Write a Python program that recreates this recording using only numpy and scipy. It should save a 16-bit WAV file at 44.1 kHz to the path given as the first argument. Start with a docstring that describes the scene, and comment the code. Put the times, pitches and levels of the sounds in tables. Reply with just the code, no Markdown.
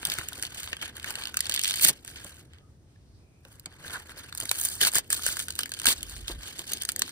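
"""Thin wrapping film crackles as hands crumple it and tear it open over a plastic tray, close to a
phone's two microphones in a quiet room. Each crease that buckles is a short snap, coloured by the air
cupped under the hands; squeezes are swells of small snaps and tears are dense runs of them. Fingers
bump, rub and slide, a forearm drags once along the table, and the room hums low behind it all."""
import sys
import numpy as np
from scipy import signal
from scipy.fft import rfft, irfft, next_fast_len
from scipy.io import wavfile
from scipy.ndimage import uniform_filter1d, map_coordinates

SR = 44100
rng = np.random.default_rng(int(sys.argv[2]) if len(sys.argv) > 2 else 0)


def generate_wav(sig):
    """Save sig (samples, or channels by samples) to the path in sys.argv[1] as 16-bit PCM at SR."""
    pcm = np.round(np.clip(np.atleast_2d(sig).T, -1, 1) * 32767).astype(np.int16)
    wavfile.write(sys.argv[1], SR, pcm)


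N = 313551

# centres of the four zones of a crease's sound: thud, ring, body, treble (frequency [Hz])
ZONES_HZ = [500, 1500, 3400, 9000]


def amp(db):
    """Gain of a level in dB."""
    return 10 ** (np.asarray(db) / 20)


def along(points, hz):
    """A curve through (Hz, value) points on a log frequency axis."""
    knots, values = np.transpose(points)
    return np.interp(np.log(hz + 1), np.log(knots + 1), values)


def read(rows, t):
    """Each column after the time, at times t."""
    times, *columns = np.transpose(rows)
    return np.array([np.interp(t, times, column) for column in columns])


def wobble(rate, t):
    """A smooth random curve at times t, with rate knots a second."""
    return map_coordinates(rng.standard_normal(int(N * rate / SR) + 4), [t * rate])


def filtered(x, response):
    """x through a complex response, given as a function of frequency."""
    size = next_fast_len(N + 8192)
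    return irfft(rfft(x, size) * response(np.fft.rfftfreq(size, 1 / SR)), size)[..., :N]


def ears(pair, alike):
    """Left and right from two unrelated noises, at a given likeness (1 = identical)."""
    turn = np.arccos(np.clip(alike, -1, 1)) / 2
    mid, side = np.cos(turn) * pair[0], np.sin(turn) * pair[1]
    return np.array([mid + side, mid - side])


def rush(spectrum):
    """Steady stereo noise of rms 1, shaped by (Hz, dB) points."""
    # room sound across the two microphones: (frequency [Hz], likeness [0-1])
    likeness = [(200, 0.92), (400, 0.79), (1000, .1), (5500, .2), (7500, 0.75), (15000, 0.96)]
    size = next_fast_len(N)
    hz = np.fft.rfftfreq(size, 1 / SR)
    white = ears(rfft(rng.standard_normal((2, size))), along(likeness, hz))
    noise = irfft(white * amp(along(spectrum, hz)), size)[:, :N]
    return noise / np.sqrt(np.mean(noise ** 2))


def film_colour(times, zones_db, stretch, hz):
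    """Spectrum of each crease: the film heard together with its reflection off the tray, a comb of evenly
    spaced peaks."""
    # the open film: (frequency [Hz], level per Hz [dB])
    film = [(100, -8.5), (300, -6.5), (800, -7.5), (1600, -8.5), (2100, 0.5), (3500, 8), (4600, -1.5),
            (6000, -2.5), (7600, 3), (10000, 0), (15000, -6)]
    # peaks of the comb made by the film's reflection off the tray: (frequency [Hz], width [Hz], gain over the
    # open film [ratio])
    modes = [(1620, 220, 3), (3100, 320, 1.2), (4550, 500, 2.2), (6200, 450, 1.1)]
    # lift of each zone, as narrow zones hold more level per Hz: (gain [dB])
    lift_db = [33.5, 30.24, 21.4, 23.39]
    hollow = 1 + sum(gain * 1j * hz * width / ((mode * stretch) ** 2 - hz ** 2 + 1j * hz * width)
                     for mode, width, gain in modes)
    # the second wrapper, from 3.4 s on, is thinner in one band
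    wrapper_db = np.outer(times >= 3.4, along([(1670, 0), (2790, -3), (4200, 0)], hz))
    zone_shapes = np.array([along(list(zip(ZONES_HZ, row)), hz) for row in np.eye(len(ZONES_HZ))])
    return hollow * amp(along(film, hz) + wrapper_db + (zones_db.T + lift_db) @ zone_shapes)


def creases(times, zones_db, pan_db, fast_t60, slow_t60, rise_s, ripple_db):
    """Each buckling crease is a noise burst: the treble dies fast, the hollow rings on longer."""
    # the close film across the two microphones: (frequency [Hz], likeness [0-1])
    likeness = [(500, 0.95), (1500, 0.79), (2000, 0.21), (3300, 0.98), (5300, 0.28), (7000, 0.88),
                (15000, 1)]
    size, lead = 512, 64  # samples in a burst, and before its onset
    t = np.maximum(np.arange(size) - lead, 0) / SR
    hz = np.fft.rfftfreq(size, 1 / SR)
    attack = 1 - np.exp(-(t / rise_s) ** 2)
    noise = rng.standard_normal((len(times), 2, size)).transpose(1, 0, 2) * attack
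    life, grip = rng.standard_normal((len(times), 2, 1)).transpose(1, 0, 2)
    fast, slow = (rfft(noise * amp(-60 * t / (t60 * amp(2 * life)))) for t60 in (fast_t60, slow_t60))
    slow_share = .13 + .75 / (1 + (hz / 2200) ** 2)
    pair = fast * (1 - slow_share) + slow * slow_share * np.sqrt(fast_t60 / slow_t60)
    stretch = amp(.25 * grip)  # the hands change the hollow a little
    colour = film_colour(times, zones_db, stretch, hz)
    # every facet of film has resonances of its own, which colour a snap but keep its strength
    facet = 3.4 * uniform_filter1d(rng.standard_normal((len(times), len(hz))), size=6, axis=1)
    spectra = ears(pair, along(likeness, hz)) * colour * amp(ripple_db * facet)
    energy = lambda z: np.sum(abs(z) ** 2, axis=-1, keepdims=True)
    spectra *= np.sqrt(energy(colour) / energy(spectra).mean(axis=0))
    bursts = irfft(spectra, size) * amp(np.outer([.5, -.5], pan_db))[..., None]
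    at = (np.round(times * SR).astype(int)[:, None] + np.arange(size)).ravel()
    return np.array([np.bincount(at, side.ravel(), N + size)[lead:N + lead] for side in bursts])


def snaps():
    """Single creases buckle and stand out of the crackle, close in front of the microphones."""
    # creases, ahead of each zone's trim: (time [s], level [dB], body offset [dB], ring offset [dB])
    buckles = [(0.0299, -38.5, -4.5, 15), (0.0521, -11.5, -17, -37), (0.0702, -19.5, -17.5, -29),
               (0.1, -22, -5, -27), (0.119, -22.5, -4.5, -12), (0.1384, -20.5, -18.5, -18.5),
               (0.186, -16.5, -21.5, -13), (0.2117, -38, -19, 11.5), (0.2861, -19.5, -22, -20),
               (0.323, -38.5, -19, 9.5), (0.3316, -29, -8, -38), (0.3964, -30.5, -15, -6),
               (0.4255, -17.5, -13.5, -21), (0.434, -22.5, -19, -3), (0.4514, -31.5, 1, -27),
               (0.4666, -29, -11, -29), (0.602, -25.5, -29, -42), (0.632, -25, -17, -13),
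               (0.675, -40.5, 5, 7), (0.7301, -32.5, 6, 9), (0.768, -33.5, -7, 0.5), (0.8142, -34, 2, -27),
               (0.8266, -31.5, -4, 7.5), (0.9672, -28, -17, -17), (0.998, -34.5, -6, -12),
               (1.029, -36, -4, -19), (1.0437, -26, -10, 3.5), (1.087, -30, -13, -4),
               (1.1057, -22, -14, -7), (1.1397, -36, -9, -3), (1.1546, -25, -6, -8), (1.1747, -45, 2, -7),
               (1.186, -41, 4, 0), (1.222, -40, 5, -3), (1.237, -31.5, 1, -9), (1.255, -26, -4.5, -15),
               (1.272, -25.5, -10, -6.5), (1.282, -39, -1, -27), (1.3426, -26.5, -8, -3.5),
               (1.3704, -12.5, -11.5, -16), (1.391, -26, -12, -10), (1.4059, -12.5, -11.5, -22),
               (1.4445, -37, -4, -15), (1.456, -28, -4, -24), (1.4675, -27, -6, -18),
               (1.4957, -16, -10, -18), (1.513, -25.5, -7, -10), (1.5215, -23, -4, -22),
               (1.541, -15, -14, -27), (1.5474, -21, -9, -21), (1.562, -20.5, -5, -23),
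               (1.5759, -39, 16, 3), (1.5933, -19, -4.5, -13), (1.6145, -21.5, -10, -19),
               (1.6364, -17, -8, -27), (1.6452, -19.5, -1.5, -13), (1.6555, -34.5, 13, -4),
               (1.6683, -31, -1, -16), (1.6776, -16, -14, -21), (1.6884, -25, -3, -24),
               (1.6973, -30, 2, -19), (1.709, -18, -6.5, -12), (1.7192, -33, 3.5, -2),
               (1.73, -29, -11.5, -21), (1.7396, -25.5, -0.5, -7.5), (1.758, -19, -24, -17.5),
               (1.772, -25, -18, -16), (1.796, -22, -11, -6.5), (1.81, -27, -23, -20),
               (1.8238, -8, -34, -27), (1.849, -9.5, -11, -12), (1.864, -17, -8, -14),
               (1.8748, -17.5, -12, -15), (1.887, -12.5, -22, -11.5), (1.8956, -22.5, -14, -10),
               (2.0487, -32, -14, -8), (2.0778, -30, -14, -15), (2.0935, -35, -26, -32),
               (2.159, -37.5, -3, -4), (2.2455, -28.5, -22, -33), (2.378, -50, -33, 6),
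               (2.5344, -51, 0, -5), (2.5845, -57.5, 2.5, -6), (2.959, -61.5, -6, 6),
               (3.4507, -42, -10.5, -1), (3.5966, -33.5, -22, -27), (3.6589, -28.5, -5.5, -5.5),
               (3.847, -43.5, -4, 12), (3.8654, -41.5, -14, 9), (3.88, -32.5, -8, -7), (3.898, -41, -3, 7),
               (3.906, -41, 2, 3), (4.0943, -40.5, -5, 5), (4.118, -35.5, -19, -2),
               (4.326, -30.5, -6.5, -4.5), (4.35, -23, -28, -15), (4.3756, -21, -25, -25),
               (4.3804, -22, -25, -30), (4.4015, -15.5, -29, -13.5), (4.411, -25, -11, -16),
               (4.424, -31, -6, -12), (4.4548, -22.5, -19, -11), (4.493, -19, -6.5, -27),
               (4.5141, -10, -12, -10), (4.5434, -29, -17, -19), (4.557, -24, -21, -23),
               (4.587, -23, -27, -24), (4.6133, -13, -34, -37), (4.63, -21, -24, -35),
               (4.6368, -17, -28, -40), (4.684, -30, -26, -28), (4.813, -9, -11, -15),
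               (4.8495, -11, -10, -6), (4.8704, -9, -26, -15.5), (4.918, -23, -26, -20),
               (4.929, -26, -29, -17), (4.936, -18, -29, -15), (4.955, -6, -31, -14),
               (4.965, -13, -24, -8.5), (4.984, -9.5, -24, -19), (5.1032, -12, -27, -15),
               (5.1142, -25, -32, -12), (5.129, -7, -24, -22.5), (5.1762, -24, -22, -18),
               (5.194, -33.5, -16, 4), (5.2647, -10, -21, -12.5), (5.28, -24.5, -26, -9),
               (5.2882, -15.5, -37, -9), (5.3224, -33, -32, -21), (5.332, -30.5, -35, 0),
               (5.369, -21, -13.5, -10.5), (5.3931, -22, -8, -15), (5.4, -21.5, -10, -11),
               (5.411, -39, -14, 5), (5.4836, -21.5, -16, -10), (5.5053, -20, -15, -25),
               (5.5237, -33, -14, -22), (5.554, -26.5, -15, -25), (5.5618, -31, -17, -14),
               (5.5905, -14, -12, -10), (5.607, -25, -10, -9), (5.633, -22.5, -4.5, -15),
               (5.658, -27, -8, -8), (5.693, -29.5, -21, -15), (5.7185, -23, -10, -9.5),
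               (5.7382, -28, -2, -18), (5.747, -31.5, -10, -8), (5.77, -38, -10, -27), (5.79, -31, -6, -16),
               (5.7984, -22.5, -11, -12), (5.8174, -26.5, -11, -8), (5.833, -31, -13, -20),
               (5.844, -27, -4, -8), (5.8565, -7, -19, -14.5), (5.8692, -9, -7.5, -17),
               (6.008, -38, -1, -9), (6.03, -20, -13, -22), (6.0962, -28, -25, -14),
               (6.2809, -24, -4.5, -13), (6.592, -23, -8, -15), (6.7715, -30, -7, -29.5),
               (6.815, -35, 5, -22), (6.8208, -17.5, -21, -20.5), (6.834, -25, -15, -18),
               (6.8512, -18, -19.5, -23), (6.89, -16, -7, -14), (6.896, -26, -6, -14),
               (6.919, -21.5, -20, -24), (6.962, -17, -22, -21.5), (6.9932, -12, -27, -26.5),
               (7.02, -12, -8, -12), (7.0927, -30, -16, -5)]
    times, level_db, body_db, ring_db = np.transpose(buckles)
    zones_db = level_db + np.array([ring_db - 15.5, ring_db - 3, body_db + 2, np.full(len(times), -6)])
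    pan_db = -.6 + .37 * rng.standard_normal(len(times))
    rise_s = .001
    return creases(times - rise_s / 2, zones_db, pan_db,
                   fast_t60=.005, slow_t60=.017, rise_s=rise_s, ripple_db=2.2)


def squeezes(t):
    """Fingers squeeze the film and the crackle swells and sinks: level and brightness of each, in dB."""
    # squeezes: (peak time [s], length [s], level [dB], treble over body [dB])
    presses = [(0.119, .26, -38.5, 1.5), (.359, .1, -48, 4), (0.443, .08, -44, 2), (0.523, .1, -46, 2),
               (0.588, .14, -43, 2.5), (0.258, .08, -51.5, -3), (0.683, 0.065, -48, -0.5),
               (0.726, .07, -47, 0), (0.838, .09, -39, -5), (0.976, .1, -50, 0.5), (1.077, .12, -42.5, 1),
               (1.186, .16, -44.5, 0), (1.288, .1, -49, -1.5), (1.355, .06, -50, 3), (1.45, .12, -41, -3.5),
               (1.548, .13, -36, -6), (1.67, .14, -35.5, 1.5), (1.769, .1, -38.5, 0.5),
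               (1.933, .1, -53, -0.5), (2.089, .14, -50.5, 4), (2.175, .1, -47.5, -4.5),
               (2.265, .16, -51.5, 5), (2.392, .1, -59, 2), (2.541, .12, -62, -10), (3.519, .2, -66, 7),
               (3.718, .16, -60, -2), (3.881, .25, -49.5, 2.5), (3.949, .09, -43.5, 0),
               (4.097, .12, -52, -0.5), (4.184, .08, -47, -0.5), (4.237, 0.054, -48, 0),
               (4.284, .05, -50.5, -0.5), (4.422, .16, -47, 5.5), (4.558, .1, -44, 9),
               (4.642, .2, -40.5, 12.5), (4.791, .05, -45.5, 3), (4.93, 0.055, -44, 2), (5.048, .1, -58, 2),
               (5.172, .08, -42, 6), (5.273, .15, -34.5, 5), (5.397, .08, -41, 8), (5.497, .1, -47.5, 0),
               (5.598, .05, -36, 4), (5.669, .08, -52.5, 0), (5.761, .1, -47, 0), (5.839, .06, -42, -0.5),
               (5.981, .1, -46, 0), (6.118, .18, -44, 2), (6.251, .06, -50.5, -6.5), (6.3, .1, -42, 0),
               (6.459, .18, -41.5, -1), (6.603, .1, -46, 1), (6.711, .14, -39, 0.5),
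               (6.817, .06, -43, -4.5), (6.895, .08, -48, 6), (7.043, .2, -43, -2.5)]
    peak, length, level_db, bright_db = np.transpose(presses)[..., None]
    swell_share, sink_db = .4, 12
    from_peak = abs(t - peak) / (length * np.where(t < peak, swell_share, 1 - swell_share))
    return level_db - sink_db * from_peak ** 1.5, bright_db


def tears(t):
    """The film rips abruptly and weakens as the tear runs: level and brightness of each, in dB."""
    # rips: (start [s], length [s], level [dB], treble over body [dB])
    rips = [(1.812, .02, -31, 9), (1.836, .017, -27.5, 8), (1.873, .027, -29.5, 9), (4.811, .077, -26, 4),
            (4.949, .046, -30, 4.5), (5.109, .041, -35, 9), (5.867, .058, -23, 2)]
    start, length, level_db, bright_db = np.transpose(rips)[..., None]
    rise, sag, fall = 2200, 50.5, 1600  # dB/s
    before, since, after = np.maximum([start - t, t - start, t - start - length], 0)
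    return level_db - rise * before - sag * since - fall * after, bright_db


def handling(t):
    """Treble and body level in dB of all squeezes and tears together."""
    body_db, bright_db = (np.concatenate(both) for both in zip(squeezes(t), tears(t)))
    total = lambda db: 10 * np.log10(np.sum(amp(2 * db), axis=0) + 1e-12)
    return total(body_db + bright_db), total(body_db)


def hollow_ring(body_db, t):
    """Level in dB of the air ringing under the hands; it grows more slowly than the crackle's body."""
    # strength of the cupped air's ring: (time [s], gain [dB])
    cupped = [(0, 5), (.6, 2), (1.2, 8), (1.6, -5.5), (2.3, 3), (2.9, 0.5), (3.9, 9), (4.5, 2), (5.3, -3),
              (5.7, -3), (6.4, -0.5), (7.11, -4.5)]
    pivot_db = -47.5
    return pivot_db + .79 * (body_db - pivot_db) + read(cupped, t)[0]


def crumple(count=5000, hop=64):
    """Many small creases of uneven size and colour; harder handling makes them louder and denser."""
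    t = np.arange(0, N, hop) / SR
    strongest_db = np.max(handling(t), axis=0)
    busy = (strongest_db > -80) * amp(.22 * strongest_db)
    rate = count * busy / busy.sum() * SR / hop  # creases a second
    jitter, size_draw = rng.random((count, 2)).T
    times = np.interp(np.arange(count) + jitter, np.cumsum(rate) * hop / SR, t)
    treble_db, body_db = handling(times)
    ring_db = hollow_ring(body_db, times)
    clumps_db = 3 * wobble(150, times)
    spiky = np.clip(2.2 + .035 * (treble_db + 30), .6, 4.5)  # gentle handling rubs, hard crackles
    uneven_db = clumps_db - spiky * np.log(1 - .985 * size_draw) - 4
    # the more creases, the less each carries
    share_db = 10 * np.log10(380 / np.interp(times, t, np.maximum(rate, 200))) + .11
    # the treble crackles in spikes and gaps, the lower zones rustle on more evenly
    size_db = share_db + np.outer([.7, .7, .8, 1.4], uneven_db)
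    tint_db = 3 * rng.standard_normal((count, len(ZONES_HZ))).T
    zones_db = size_db + tint_db + np.array([ring_db - 11, ring_db - 5, body_db, treble_db])
    pan_db = -.6 + 1.4 * rng.standard_normal(count)
    return creases(times, zones_db, pan_db, fast_t60=.0032, slow_t60=.012, rise_s=.00053, ripple_db=4)


def bumps():
    """Fingers bump the tray: each time a short low ring with a dull puff."""
    # soft knocks: (time [s], relative level [dB], pitch [Hz])
    knocks = [(0.073, -40, 147), (0.183, -37, 140), (0.38, -43, 106.5), (1.494, -44, 128.6),
              (1.847, -35, 187), (1.891, -34.5, 128), (2.245, -41, 173), (3.452, -52, 530),
              (3.659, -45.5, 170), (4.424, -39.5, 111), (4.815, -37, 410), (4.954, -41, 306),
              (5.87, -29.5, 258), (6.296, -36.5, 342), (6.589, -42.5, 334)]
    puff_t60, ring_t60, rise_s = .09, .06, .004
    out, t = np.zeros(N + SR), np.arange(SR // 10) / SR
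    soften = signal.butter(2, 700, fs=SR)
    for start, db, hz in knocks:
        puff = 3 * signal.lfilter(*soften, rng.standard_normal(len(t))) * amp(-60 * t / puff_t60)
        ring = .8 * np.sin(2 * np.pi * hz * t) * amp(-60 * t / ring_t60)
        out[round(start * SR):][:len(t)] += amp(db + 6.5) * (ring + puff) * (1 - np.exp(-t / rise_s))
    return out[:N]


def drag(start_s=5.95, end_s=6.45, level_db=-44, centre_hz=50):
    """A forearm drags along the table and sends a deep, lumpy rumble through it."""
    t = np.arange(N) / SR
    moving = np.clip(np.minimum(t - start_s, end_s - t) / .035, 0, 1)
    lumps_db = 1.5 * wobble(18, t)
    return moving * amp(level_db + lumps_db) * rush([(8, -50), (centre_hz, 0), (300, -45), (3000, -120)])


def hiss_bands():
    """Bands of hiss that swell and fade: soft rubbing, and the bright top sizzle of the last tear."""
    # swells of hiss: (start [s], length [s], centre [Hz], width [Hz], level [dB])
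    swells = [(2.52, .2, 1240, 60, -71), (2.85, .24, 3450, 3400, -76), (3.05, .2, 4600, 1600, -74),
              (3.16, .4, 2440, 300, -75), (3.934, .046, 1040, 310, -45), (3.931, .046, 1530, 370, -38),
              (4.57, .12, 13900, 2900, -39), (5.866, .06, 13600, 3600, -32)]
    out = np.zeros((2, N))
    for start, length, hz, width, db in swells:
        inside = np.arange(round(start * SR), round((start + length) * SR))
        t = inside / SR
        band = signal.butter(2, [hz - width / 2, hz + width / 2], "band", fs=SR, output="sos")
        noise = ears(rng.standard_normal((2, N // 8)), alike=.3)
        hiss = signal.sosfilt(band, noise)[:, :len(t)] * np.sqrt(SR / 2 / width)
        swell = np.sqrt(abs(np.sin(np.pi * (t - start) / length)))
        out[:, inside] += hiss * amp(db + 1.5 * wobble(29.4, t)) * swell
    return out


def room(source):
    """The room answers with a short tail whose treble dies first."""
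    # reverberation: (frequency [Hz], time to fall 60 dB [s])
    decay = [(300, 0.24), (10000, 0.013)]
    hz, t, noise = signal.stft(rng.standard_normal((2, SR // 3)), SR, nperseg=256)
    tail = signal.istft(noise * amp(-60 * t / along(decay, hz)[:, None]), SR, nperseg=256)[1]
    delayed = np.pad(source, (200, 0))
    return signal.fftconvolve(delayed[None], tail / np.linalg.norm(tail[0]), axes=1)[:, :N]


def background():
    """Room tone, a low hum under faint wavering hiss, with hands sliding softly on the tray."""
    # course of hum and sliding: (time [s], relative hum level [dB], slide level [dB])
    levels = [(0, -59.5, -61), (2.2, -61, -63), (3.46, -63, -73), (3.9, -61, -61.5), (7.11, -60, -57.5)]
    # the room's hum: (frequency [Hz], level per Hz [dB])
    hum_shape = [(12, -55), (20, -20), (81, 1.5), (140, -6.5), (162, -8.5), (200, -19), (260, -40),
                 (440, -120)]
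    # the tray under sliding hands: (frequency [Hz], level per Hz [dB])
    tray_shape = [(120, -23), (220, -2.5), (340, -3), (500, -10), (900, -17.5)]
    # the room's hiss: (frequency [Hz], level per Hz [dB])
    hiss_shape = [(94, -27), (160, -0.5), (300, -2), (720, -13.5), (1800, -19.5), (2500, -23), (6000, -22),
                  (10000, -26.5), (16000, -38)]
    t = np.arange(N) / SR
    hum_db, slide_db = read(levels, t)
    hum = amp(hum_db + 6 + 1.2 * wobble(7.8, t)) * rush([(8, -71.5)] + hum_shape + [(400, -84.5)])
    slide = amp(slide_db + 2.5 * wobble(15, t)) * rush([(30, -95)] + tray_shape + [(3000, -103)])
    hiss = amp(-65.5 + 1.1 * wobble(24, t)) * rush(hiss_shape)
    return hum + slide + hiss


def scene():
    """The film up close with a little of the room, then bumps, forearm, swells of hiss and room tone."""
    film = snaps() + crumple()
    return film + amp(-19) * room(film[0]) + bumps() + drag() + hiss_bands() + background()


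def record(dry):
    """The phone's two microphone ports differ in phase; peaks are rounded and the top treble is cut."""
    # phase between the ports: (frequency [Hz], lead of the left [rad])
    port_phase = [(0, 0), (1460, 0.5), (2070, 2.5), (3700, 4), (5500, 5)]
    split_hz, lag_s = 19000, .0002152  # above the split the left side arrives late
    ceiling, shelf_hz, top_hz = .93, 15800, 16640
    late = lambda hz: -2 * np.pi * hz * lag_s
    knots, lead = np.transpose(port_phase + [(split_hz, late(split_hz) + 4 * np.pi)])
    shift = lambda hz: np.where(hz < split_hz, np.interp(hz, knots, lead), late(hz))
    ports = filtered(dry, lambda hz: np.exp(.5j * np.outer([1, -1], shift(hz))))
    rounded = ports / (1 + abs(ports / ceiling) ** 4) ** (1 / 4)
    shelf = lambda hz: amp(-22 / (1 + np.exp((shelf_hz - hz) / 60)))
    return filtered(rounded, lambda hz: shelf(hz) * np.clip((top_hz - hz) / 80, 0, 1))


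dry = scene()
out = record(dry)
generate_wav(out)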